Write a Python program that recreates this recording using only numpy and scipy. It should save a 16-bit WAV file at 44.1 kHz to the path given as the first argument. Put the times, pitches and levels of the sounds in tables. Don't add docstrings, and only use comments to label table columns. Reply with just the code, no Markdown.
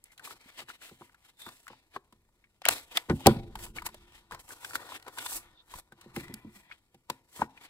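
import sys
import numpy as np
from scipy import signal
from scipy.fft import rfft, irfft, next_fast_len
from scipy.io import wavfile

SR = 44100
rng = np.random.default_rng(int(sys.argv[2]) if len(sys.argv) > 2 else 0)


def magnitude_from_level(level_db):
    exponent = np.asarray(level_db, float) / 20
    return 10 ** exponent


def inscribe(sig):
    pcm = np.round(np.clip(np.atleast_2d(sig).T, -1, 1) * 32767)
    wavfile.write(sys.argv[1], SR, pcm.astype(np.int16))


N = 339129

# start in seconds, peak in dB, ring in Hz, scrape in dB relative, crack in dB relative.
PUNCH_SNAPS = [(0.04, -61, 5600, -25, 23), (2.618, -35, 730, -5.5, -12.5),
               (2.643, -40.5, 1900, -16.5, -31.5), (2.653, -12, 2250, -14.5, -8.5),
               (2.662, -18, 700, -5.5, -26), (2.683, -23.5, 1670, -18.5, -28), (2.686, -13, 2880, 2, 9),
               (2.688, -9.5, 692, -11, -22), (2.975, -22.5, 774, -8, -20.5),
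               (2.971, -10.5, 3460, -6.5, -8.5), (2.974, -16, 2000, -15, -10),
               (3.097, -26.5, 2100, -3.5, -17.5), (3.26, -14.5, 2500, -8.5, -10),
               (3.268, -7, 4590, -8, 3.5), (3.268, -15, 2755, -21, -20), (6.34, -38.5, 4600, -3, 9.5)]
# start in seconds, peak in dB, ring in Hz,
# t60 in seconds.
BODY_THUDS = [(3.1, -15.5, 320, 0.037), (3.115, -17, 258, 0.046), (3.262, -12.5, 790, 0.039),
              (3.263, -7, 352, 0.027), (3.271, -8.5, 785, .05), (3.287, -14, 350, 0.069),
              (3.31, -17.5, 220, 0.088), (6.168, -28, 344, 0.093), (6.21, -45, 295, 0.14),
              (6.298, -38, 261, 0.14), (6.316, -50.5, 340, 0.071), (6.336, -41, 214, 0.18),
              (6.448, -38.5, 289, 0.11), (6.47, -41.5, 218, 0.16), (6.56, -51.5, 199.6, 0.24),
              (6.166, -32, 800, 0.043), (1.965, -38.5, 389, 0.066), (7.419, -31.5, 302, 0.074),
              (0.459, -50, 253, 0.042), (5.752, -53.5, 180.4, .08)]
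# start in seconds, level in dB, ring in Hz, t60 in seconds.
LEVER_RING = [
    (3.27, -46, 344, 1.8),
]
# start in
# seconds, peak in dB, contact time in ms.
TABLE_BLOWS = [(0.34, -50, 2.2), (0.617, -44.5, 1.2), (0.914, -38, 2.2), (1.011, -40.5, 0.52),
               (1.467, -40, 0.76), (1.704, -43, 0.27), (1.963, -48.5, 0.14), (2.124, -47.5, 1.6),
               (4.318, -25.5, 10), (5.921, -47.5, 0.63), (6.06, -38.5, 2.7), (6.168, -19, 3.2),
               (6.213, -39, 3.5), (6.296, -22.5, 7.4), (6.449, -23.5, 9.8), (6.944, -44.5, 2.5),
               (7.098, -33.5, 0.85), (7.392, -30.5, 2.5), (7.419, -27, 0.45), (3.085, -29, 4.6),
               (3.099, -6, 3), (3.118, -16, 7), (3.126, 1, 12.2), (3.260, -14, 0.21), (3.270, -0.5, 0.3),
               (3.292, -24, 9), (3.361, -15.5, 4.6)]
# frequency in Hz, level in dB, t60 in seconds.
TABLE_MODES = [(56.5, -17.5, 0.15), (90.6, -11, 0.13), (121.5, -13, 0.33), (144.4, -5.5, 0.15),
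               (183, -4.5, 0.067), (220, 3.5, 0.1), (264, -11, 0.33), (350, 7, 0.085), (412.4, -2, 0.089),
               (471.3, 0.5, .1), (550, 5, 0.061), (720, -5.5, .08), (785, 8.5, 0.044), (1000, -3.5, 0.091)]
# start in seconds, peak in dB, ring in Hz, edge sharpness in dB.
CARD_TAPS = [(0.177, -47, 3980, -3), (0.194, -38, 1520, -14), (.273, -33.5, 1140, -38),
             (.617, -38, 1200, -14), (.699, -32.5, 1420, -30), (1.016, -34, 977, -29),
             (1.144, -48.5, 1400, -14), (1.465, -33, 1420, -15), (1.488, -34.5, 1090, -11),
             (1.679, -31.5, 1486, -13.5), (1.701, -37.5, 1080, -70), (1.731, -39, 877.5, -31),
             (1.962, -20, 1094, -29), (2.124, -49.5, 980, -9), (2.44, -51.5, 2210, -21.5),
             (5.921, -41.5, 1532, -14.5), (6.011, -52.5, 1086, 2.5), (6.162, -24, 2070, -11),
             (6.712, -32, 2210, -41.5), (6.721, -33, 2500, -36), (6.944, -53, 785, -6.5),
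             (7.099, -15.5, 969, -10), (7.392, -31.5, 1007, -29.5), (7.418, -7, 905, -40),
             (7.574, -41, 2440, -21),
             (3.554, -24.5, 887, -13), (3.589, -45.5, 1020, 0.5), (3.664, -38, 930, -9.5),
             (3.784, -25.5, 2244, -33), (3.82, -29, 983, -15.5), (3.864, -30, 1826, -16),
             (3.888, -38, 1000, -11), (3.943, -34, 600, -11.5), (4.31, -32.5, 1030, -16),
             (4.32, -28.5, 1414, -14.5), (4.346, -32, 1050, -12), (4.505, -36, 1530, -31),
             (4.646, -24.5, 1530, -9.5), (4.754, -12, 1360, -14.5), (4.92, -28.5, 1010, -20),
             (4.948, -32, 1190, -13.5), (5.08, -28.5, 1006, -14), (5.173, -29, 974, -18),
             (5.184, -29.5, 1520, -2), (5.261, -29, 990, -2.5), (5.738, -29.5, 1000, -15)]
# start in seconds, peak in dB, ring in Hz, edge sharpness in dB.
FIBRE_TICKS = [(.115, -66, 1400, -15), (0.131, -51, 1400, -19), (.179, -49, 3220, -20),
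               (.243, -46, 3370, -8), (.25, -42, 3340, 4), (0.307, -37.5, 1310, -20),
               (0.491, -50, 1600, -15), (.553, -60, 3400, -10), (.564, -49, 3400, -13),
               (.587, -52, 1250, -14), (0.685, -42, 1470, -14), (.817, -43, 1470, -15),
               (.894, -49, 1310, -2), (1.094, -47, 1490, -18), (1.259, -61, 1320, -10),
               (1.391, -52, 1540, -9), (1.668, -40.5, 1400, -13), (2.288, -58.5, 920, -18),
               (2.47, -66, 2000, -25), (4.392, -48, 1100, 0), (4.481, -51, 1200, -3),
               (4.631, -43, 1000, -10.5), (4.708, -37, 1400, -14), (4.733, -36, 1400, -2),
               (4.829, -44, 1200, -10.5), (4.89, -35, 900, -11), (4.998, -59, 1000, 9.5),
               (5.025, -47, 4100, 1), (5.065, -35, 950, -14), (5.191, -30.5, 3450, -15.5),
               (5.265, -26.5, 3600, -17.5), (5.318, -31, 1000, -22.5), (5.679, -48, 950, -25),
               (6.281, -45, 2010, -3), (6.7, -46, 910, -25.5)]
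# time of most pressure in seconds, rise in seconds, fall in seconds, scrape in dB, fibre hiss
# in dB relative.
CARD_SLIDES = [(.06, 0.023, 0.058, -69.5, 4), (.12, 0.0053, 0.035, -64, 9), (.25, 0.018, 0.06, -50, 8.5),
               (.33, 0.1, 0.021, -48.5, 1.5), (.5, 0.21, 0.049, -56, -3.5), (.6, 0.051, 0.042, -43.5, -0.5),
               (.696, 0.018, 0.072, -46.5, -1), (.826, 0.022, 0.14, -49.5, 3.5),
               (1.026, 0.043, 0.1, -60, 1), (1.283, 0.089, 0.041, -60.5, 1),
               (1.4, 0.024, 0.29, -60.5, 12.5), (1.48, 0.066, 0.11, -58, -31),
               (1.7, 0.025, 0.12, -57, -23.5), (1.955, 0.028, 0.023, -47.5, -6),
               (2.683, 0.034, 0.0072, -30.5, -18), (2.704, 0.0098, 0.11, -34, 5),
               (2.969, 0.061, 0.047, -39.5, -0.5), (3.1, 0.013, 0.12, -70, 15),
               (3.255, 0.28, 0.04, -53.5, 1.5), (3.283, 0.044, 0.076, -36.5, -44),
               (3.36, 0.055, 0.38, -59.5, -12),
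               (3.639, 0.063, 0.055, -51, 13.5), (3.769, 0.018, 0.037, -43, 2),
               (3.867, 0.015, 0.012, -36.5, 11), (3.928, 0.15, 0.37, -60.5, -6.5),
               (4.161, 0.052, 0.064, -58, 2), (4.327, 0.022, 0.053, -50.5, -2),
               (4.4, 0.012, 0.034, -50.5, 5.5), (4.521, 0.071, 0.046, -48.5, 7),
               (4.663, 0.1, 0.25, -49, 6.5), (4.756, 0.015, 0.015, -35, 4), (4.965, 0.13, 0.019, -45, 0.5),
               (5.078, 0.048, 0.3, -62.5, -28), (5.185, 0.015, 0.16, -48, -3.5),
               (5.359, 0.19, 0.049, -45, 16), (5.43, 0.045, 0.13, -60.5, -9), (5.71, 0.029, 0.11, -55, -5),
               (5.791, 0.097, 0.018, -55.5, 13.5),
               (6.04, 0.094, 0.22, -65, -6), (6.168, 0.028, 0.12, -50, 6.5),
                (6.338, 0.021, 0.16, -78, 13.5), (6.561, 0.06, 0.094, -59.5, 6.5),
                (6.712, 0.02, 0.095, -60.5, -5), (7.103, 0.017, 0.087, -55.5, -4),
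                (7.387, 0.072, 0.049, -51, 9), (7.441, 0.11, 0.018, -49, -6),
                (7.574, 0.17, 0.51, -62.5, -11), (7.654, 0.05, 0.015, -50.5, 2.5)]
# time in seconds, rise in seconds, fall in seconds, level in dB.
SHEET_FLEXES = [(.229, 0.063, 0.016, -59), (.331, 0.1, 0.039, -55.5), (1.026, 0.087, 0.28, -75),
                (1.465, 0.0052, 0.068, -52), (1.688, 0.098, 0.47, -84), (1.964, 0.025, 0.013, -49),
                (2.705, .01, 0.087, -40.5), (2.969, 0.093, 0.15, -58), (3.101, 0.0095, 0.021, -25.5),
                (3.283, 0.036, 0.075, -36), (3.556, 0.0195, .12, -72), (3.65, 0.14, 0.047, -49),
                (3.773, 0.019, 0.038, -43), (3.869, 0.034, 0.023, -46), (4.12, 0.19, 0.29, -67.5),
                (4.328, .02, 0.08, -47.5), (4.518, 0.038, 0.042, -52), (4.8, .25, 0.22, -48.5),
                (5.072, 0.014, 0.038, -47.5), (5.185, 0.019, 0.41, -54.5), (5.34, 0.68, 0.13, -61),
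                (5.789, 0.088, 0.016, -53), (6.2, 0.39, 0.43, -61.5), (7.104, 0.017, 0.057, -52.5),
                (7.433, 0.056, 0.021, -38.5), (7.651, 0.17, 0.022, -64.5)]
# frequency in Hz, width in Hz, level in dB.
SHEET_MODES = [(330, 120, -8), (520, 130, -5), (780, 130, -5), (980, 110, 1), (1200, 140, -4),
               (1450, 140, -2.5), (1850, 140, -4)]
# time in seconds, rise in seconds, fall in seconds, level in dB.
BASE_SCUFFS = [
    (6.19, 0.0485, 0.35, -56.5),
    (6.57, 0.07, 0.058, -66),
    (6.715, 0.12, 0.038, -61),
]
# frequency in Hz, width in Hz, level in dB.
HOUSING_MODES = [(1020, 90, -3), (1980, 110, 0), (2350, 130, 0), (3250, 200, -8)]
# time in seconds, rise in seconds, fall in seconds,
# level in dB, pitch in Hz.
EDGE_RASPS = [(0.121, 0.1, .025, -69.5, 2100), (1.43, 0.05, 0.11, -49.5, 3550),
              (6.24, 0.05, 0.089, -60, 2000), (6.2, 0.011, 0.0096, -51, 2400),
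              (8.5, 0.014, 0.01, -48, 3700), (5.6, 0.054, 0.026, -55, 3600), (8.3, 0.05, 0.073, -70, 2200),
              (3.2, 0.074, .07, -53.5, 830)]
# time in seconds, rise in seconds, fall in seconds,
# drag in dB, slow sway in dB relative.
TABLE_SHUDDERS = [(2.2, 0.38, 0.25, -90, 13), (2.75, 0.091, 0.27, -78.5, 10.5), (3.33, .1, 0.87, -59, 5),
                  (3.75, 0.77, 0.44, -60.5, -6.5), (4.35, .06, 0.15, -68.5, 6.5),
                  (5.38, 0.2, 0.2, -63, -0.5), (5.76, 0.065, 0.072, -73, 16.5),
                  (6.24, 0.24, 0.2, -53, -17.5), (6.5, 0.05, 0.18, -65, -11.5)]
# frequency in Hz, t60 in seconds.
ROOM_DECAY = [(100, 1), (500, 0.58), (2000, 0.071), (6000, 0.054), (14000, 0.38)]
# frequency in Hz, level in dB per Hz.
AIR_COLOUR = [(15, -28), (25, 7), (117, 1), (531, -4.5), (1890, -37.5), (6050, -18), (9570, -31.5),
              (16000, -23.5)]
# frequency in Hz, left in dB, right in dB, shared part from 0 to 1.
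MIC_PORTS = [(107, 1.5, 0, .95), (600, -3, -5, 0.87), (1400, 3, -3, 1), (2600, 2, -0.5, 0.7),
             (4360, -1.5, -1.5, 0.1), (6300, -6.5, -3.5, 0.3), (8860, -3, -4, 1), (13600, -13, -12, 0.93)]
# frequency in Hz, lead of the right port in radians.
RIGHT_LEAD = [(40, -.15), (250, -.28), (900, -.5), (2800, -3.1), (4200, -1.6), (5950, -3.14), (7800, 0)]

TAP_ROUGH, SNAP_ROUGH = 0.7, 1.1
TAP_T60_S, SNAP_T60_S = 0.034, 0.019
HARD_TAP_SHORTENS = 0.173
BASS_LAG_CYCLES = 1.6
RESTING_DB, TABLE_RESTING_DB = -81, -85.5
SLIDE_SHAKES_SHEET_DB = -14.5
STROKE_ROUNDNESS = 1.4
ROOM_TONE_DB = -75.5
TREBLE_TURN_HZ = 3700


def punch_snaps():
    events = [(*row, SNAP_T60_S) for row in PUNCH_SNAPS]
    return contacts(events, ring_db=-2.0, scrape_db=3.5, crack_db=9.0, rise_s=0.00087, rough=SNAP_ROUGH)


def contacts(events, ring_db, scrape_db, crack_db, rise_s, rough):
    length = 4096
    out, t = np.zeros((2, N + length)), np.arange(length) / SR
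    noises = rng.standard_normal((len(events), 3, 2, length))
    scrapes = rms_one(band(noises[:, 1], 1200, 5600))
    cracks = rms_one(band(noises[:, 2], 7800, 16500))
    for k, (s, db, hz, scrape_rel, crack_rel, t60) in enumerate(events):
        t60 = np.clip(t60, 0.004, 0.2)
        shape = (1 - np.exp(-t / rise_s)) * magnitude_from_level(-60 * t / t60) * (1 - t / t[-1])
        push_noise = rms_one(band(noises[k, 0], 0.63 * hz, 1.266 * hz))
        tone = np.sin(2 * np.pi * hz * t) + rough * push_noise
        scrape = magnitude_from_level(scrape_rel + scrape_db) * scrapes[k]
        crack = magnitude_from_level(crack_rel + crack_db) * cracks[k] * magnitude_from_level(-25 * t / t60)
        start = round(s * SR)
        out[:, start:start + length] += magnitude_from_level(db) * shape * (magnitude_from_level(ring_db) * tone + scrape + crack)
    return out[:, :N]


def rms_one(x):
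    return x / np.sqrt(np.mean(x ** 2) + 1e-20)


def band(x, low_hz, high_hz):
    edges = [low_hz, min(high_hz, 0.45 * SR)]
    return signal.sosfilt(signal.butter(2, edges, "band", fs=SR, output="sos"), x)


def body_thuds():
    events = [(s, db, hz, -30, -40, t60) for s, db, hz, t60 in BODY_THUDS]
    return contacts(events, ring_db=0.5, scrape_db=-0.5, crack_db=1.5, rise_s=0.0005, rough=0.4)


def lever_hum():
    s, db, hz, t60 = LEVER_RING[0]
    push = np.zeros(N)
    push[round(s * SR)] = magnitude_from_level(db)
    return ring(push, hz, t60)


def ring(push, hz, t60):
    r, w = magnitude_from_level(-60 / (t60 * SR)), 2 * np.pi * hz / SR
    return signal.lfilter([0, np.sin(w)], [1, -2 * r * np.cos(w), r * r], push + 1e-18)


def table_knocks():
    s, db, contact_ms = np.transpose(TABLE_BLOWS)
    out = np.zeros(N)
    spread = rng.normal(0, 1, (len(s), len(TABLE_MODES)))
    for k, (hz, mode_db, t60) in enumerate(TABLE_MODES):
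        strength = magnitude_from_level(db + mode_db - 13.5 + 2 * spread[:, k]) * rng.choice([-1, 1], len(s))
        softness = 1 + (hz * contact_ms / 1000) ** 2
        lag_s = BASS_LAG_CYCLES * rng.uniform(0.4, 1, len(s)) * max(1 / hz - 0.002, 0)
        push = np.zeros(N)
        push[np.round((s + lag_s) * SR).astype(int)] = strength / softness
        out += ring(push, hz, t60)
    return band(out, 75, 9000)


def card_taps():
    events = []
    for s, db, hz, sharp_db in CARD_TAPS:
        t60 = TAP_T60_S * magnitude_from_level(-HARD_TAP_SHORTENS * (db + 33.5))
        events.append((s, db, hz, sharp_db, sharp_db, t60))
    return contacts(events, ring_db=-3.5, scrape_db=3.0, crack_db=9.5, rise_s=0.0013, rough=TAP_ROUGH)


def fibre_ticks():
    events = [(*row, row[-1], 0.02) for row in FIBRE_TICKS]
    return contacts(events, ring_db=-3.5, scrape_db=2.5, crack_db=6.0, rise_s=0.00096, rough=SNAP_ROUGH)


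def rubbing():
    slides = CARD_SLIDES
    scrape = strokes(slides, RESTING_DB)
    hiss = strokes(slides, RESTING_DB + 6.0, second=True)
    body = strokes(SHEET_FLEXES, RESTING_DB - 4.0) + magnitude_from_level(SLIDE_SHAKES_SHEET_DB) * scrape
    force = friction(catch_per_s=300.0, catch_db=2.2, flutter_db=1.8)
    flap = magnitude_from_level(-12.0) * body * rms_one(band(force, 62, 210))
    edge_modes = [(hz, 0.06 * hz, -9 * abs(np.log(hz / 3600))) for hz in np.geomspace(2100, 5800, 13)]
    card = body * flexed(force, SHEET_MODES, wander_db=3.0) + scrape * flexed(force, edge_modes, wander_db=6.0)
    fibres = band(force, 8430, 21000)
    fibres = signal.sosfilt(signal.cheby2(8, 40, 16500, fs=SR, output="sos"), fibres)
    scuff = strokes(BASE_SCUFFS, -99) * flexed(force, HOUSING_MODES, wander_db=3.5)
    rasp = sum(strokes([row], -110) * rms_one(ring(force, row[-1], 0.014)) for row in EDGE_RASPS)
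    return table_shudder(force[0]) + flap + band(card, 220, 4800) + hiss * rms_one(fibres) + scuff + rasp


def table_shudder(force):
    drag = strokes(TABLE_SHUDDERS, TABLE_RESTING_DB)
    sway = strokes(TABLE_SHUDDERS, TABLE_RESTING_DB + 1.5, second=True)
    low_modes = [row for row in TABLE_MODES if 100 < row[0] < 450]
    top = sum(magnitude_from_level(db) * rms_one(ring(force, hz, 1.2 * t60)) for hz, db, t60 in low_modes)
    return sway * rms_one(band(force, 15, 80)) + drag * rms_one(top)


def strokes(rows, resting_db, second=False):
    t = np.arange(0, N + 32, 32) / SR
    out = magnitude_from_level(resting_db)
    for s, rise_s, fall_s, db, *rel_db in rows:
        away = np.maximum((s - t) / max(rise_s, 0.004), (t - s) / max(fall_s, 0.004))
        out = out + magnitude_from_level(db + second * sum(rel_db) - 20 * away ** STROKE_ROUNDNESS)
    return np.interp(np.arange(N) / SR, t, out)


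def friction(catch_per_s, catch_db, flutter_db):
    catches = (rng.random(N) < catch_per_s / SR) * rng.exponential(1, N)
    grain = signal.lfilter([1], [1, -0.985], catches)
    flutter = rms_one(band(rng.standard_normal(N), 13.1, 28))
    pressure = magnitude_from_level(catch_db * np.minimum(grain, 3) + flutter_db * flutter)
    return pressure * rng.standard_normal((2, N))


def flexed(force, modes, wander_db):
    total = 0
    for (hz, width, db), wander in zip(modes, bending(len(modes), per_s=12.0)):
        total = total + magnitude_from_level(db + wander_db * wander) * rms_one(ring(force, hz, 2.08 / width))
    return rms_one(total)


def bending(count, per_s):
    knots = np.minimum(rng.standard_normal((count, round(per_s * N / SR) + 2)), 1.1)
    return [np.interp(np.linspace(0, len(k) - 1, N), np.arange(len(k)), k) for k in knots]


def room(x, first_wall_s):
    t, tail = np.arange(SR // 2 + 4000) / SR, 0
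    edges = 60 * 2 ** np.arange(0, 8.6, 1.0)
    for low, high in zip(edges, edges[1:]):
        decay = magnitude_from_level(-60 * t / at_hz(ROOM_DECAY, np.sqrt(low * high)))
        tail = tail + band(rng.standard_normal((2, len(t))), low, high) * decay
    tail = np.pad(tail, ((0, 0), (round(first_wall_s * SR), 0)))
    tail = tail / np.sqrt(np.sum(tail ** 2) / 2)
    return signal.fftconvolve(x, tail, axes=1)[:, :N]


def at_hz(points, hz, axis=1):
    points = np.array(points)
    return np.interp(np.log(hz + 1), np.log(points[:, 0]), points[:, axis])


def room_tone():
    size = next_fast_len(N)
    colour = magnitude_from_level(at_hz(AIR_COLOUR, np.fft.rfftfreq(size, 1 / SR)))
    air = irfft(rfft(rng.standard_normal((2, size))) * colour, size)[:, :N]
    return magnitude_from_level(ROOM_TONE_DB) * rms_one(air)


def scene():
    near = punch_snaps() + body_thuds() + lever_hum() + table_knocks()
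    near = near + card_taps() + fibre_ticks() + rubbing()
    return near + magnitude_from_level(-28.0) * room(near, first_wall_s=0.013) + room_tone()


def low_pass(x):
    return signal.sosfilt(signal.butter(12, 17010, fs=SR, output="sos"), x)


def record(dry):
    size = next_fast_len(N + 512)
    hz = np.fft.rfftfreq(size, 1 / SR)
    near, other = rfft(dry, size)
    corner_hz, phase = np.transpose(RIGHT_LEAD)
    treble_turn = 2 * np.pi * np.maximum(hz - corner_hz[-1], 0) / TREBLE_TURN_HZ
    turn = np.interp(hz, corner_hz, phase) + treble_turn
    shared = np.clip(at_hz(MIC_PORTS, hz, axis=3), 0, 1)
    right = shared * np.exp(1j * turn) * near + np.sqrt(1 - shared ** 2) * other
    ports = [near * magnitude_from_level(at_hz(MIC_PORTS, hz, axis=1)), right * magnitude_from_level(at_hz(MIC_PORTS, hz, axis=2))]
    limited = 1.1 * np.tanh(irfft(ports, size)[:, :N] / 1.1)
    heard = signal.sosfilt(signal.cheby2(10, 50, 16900, fs=SR, output="sos"), limited)
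    return low_pass(heard)


dry = scene()
out = record(dry)
inscribe(out)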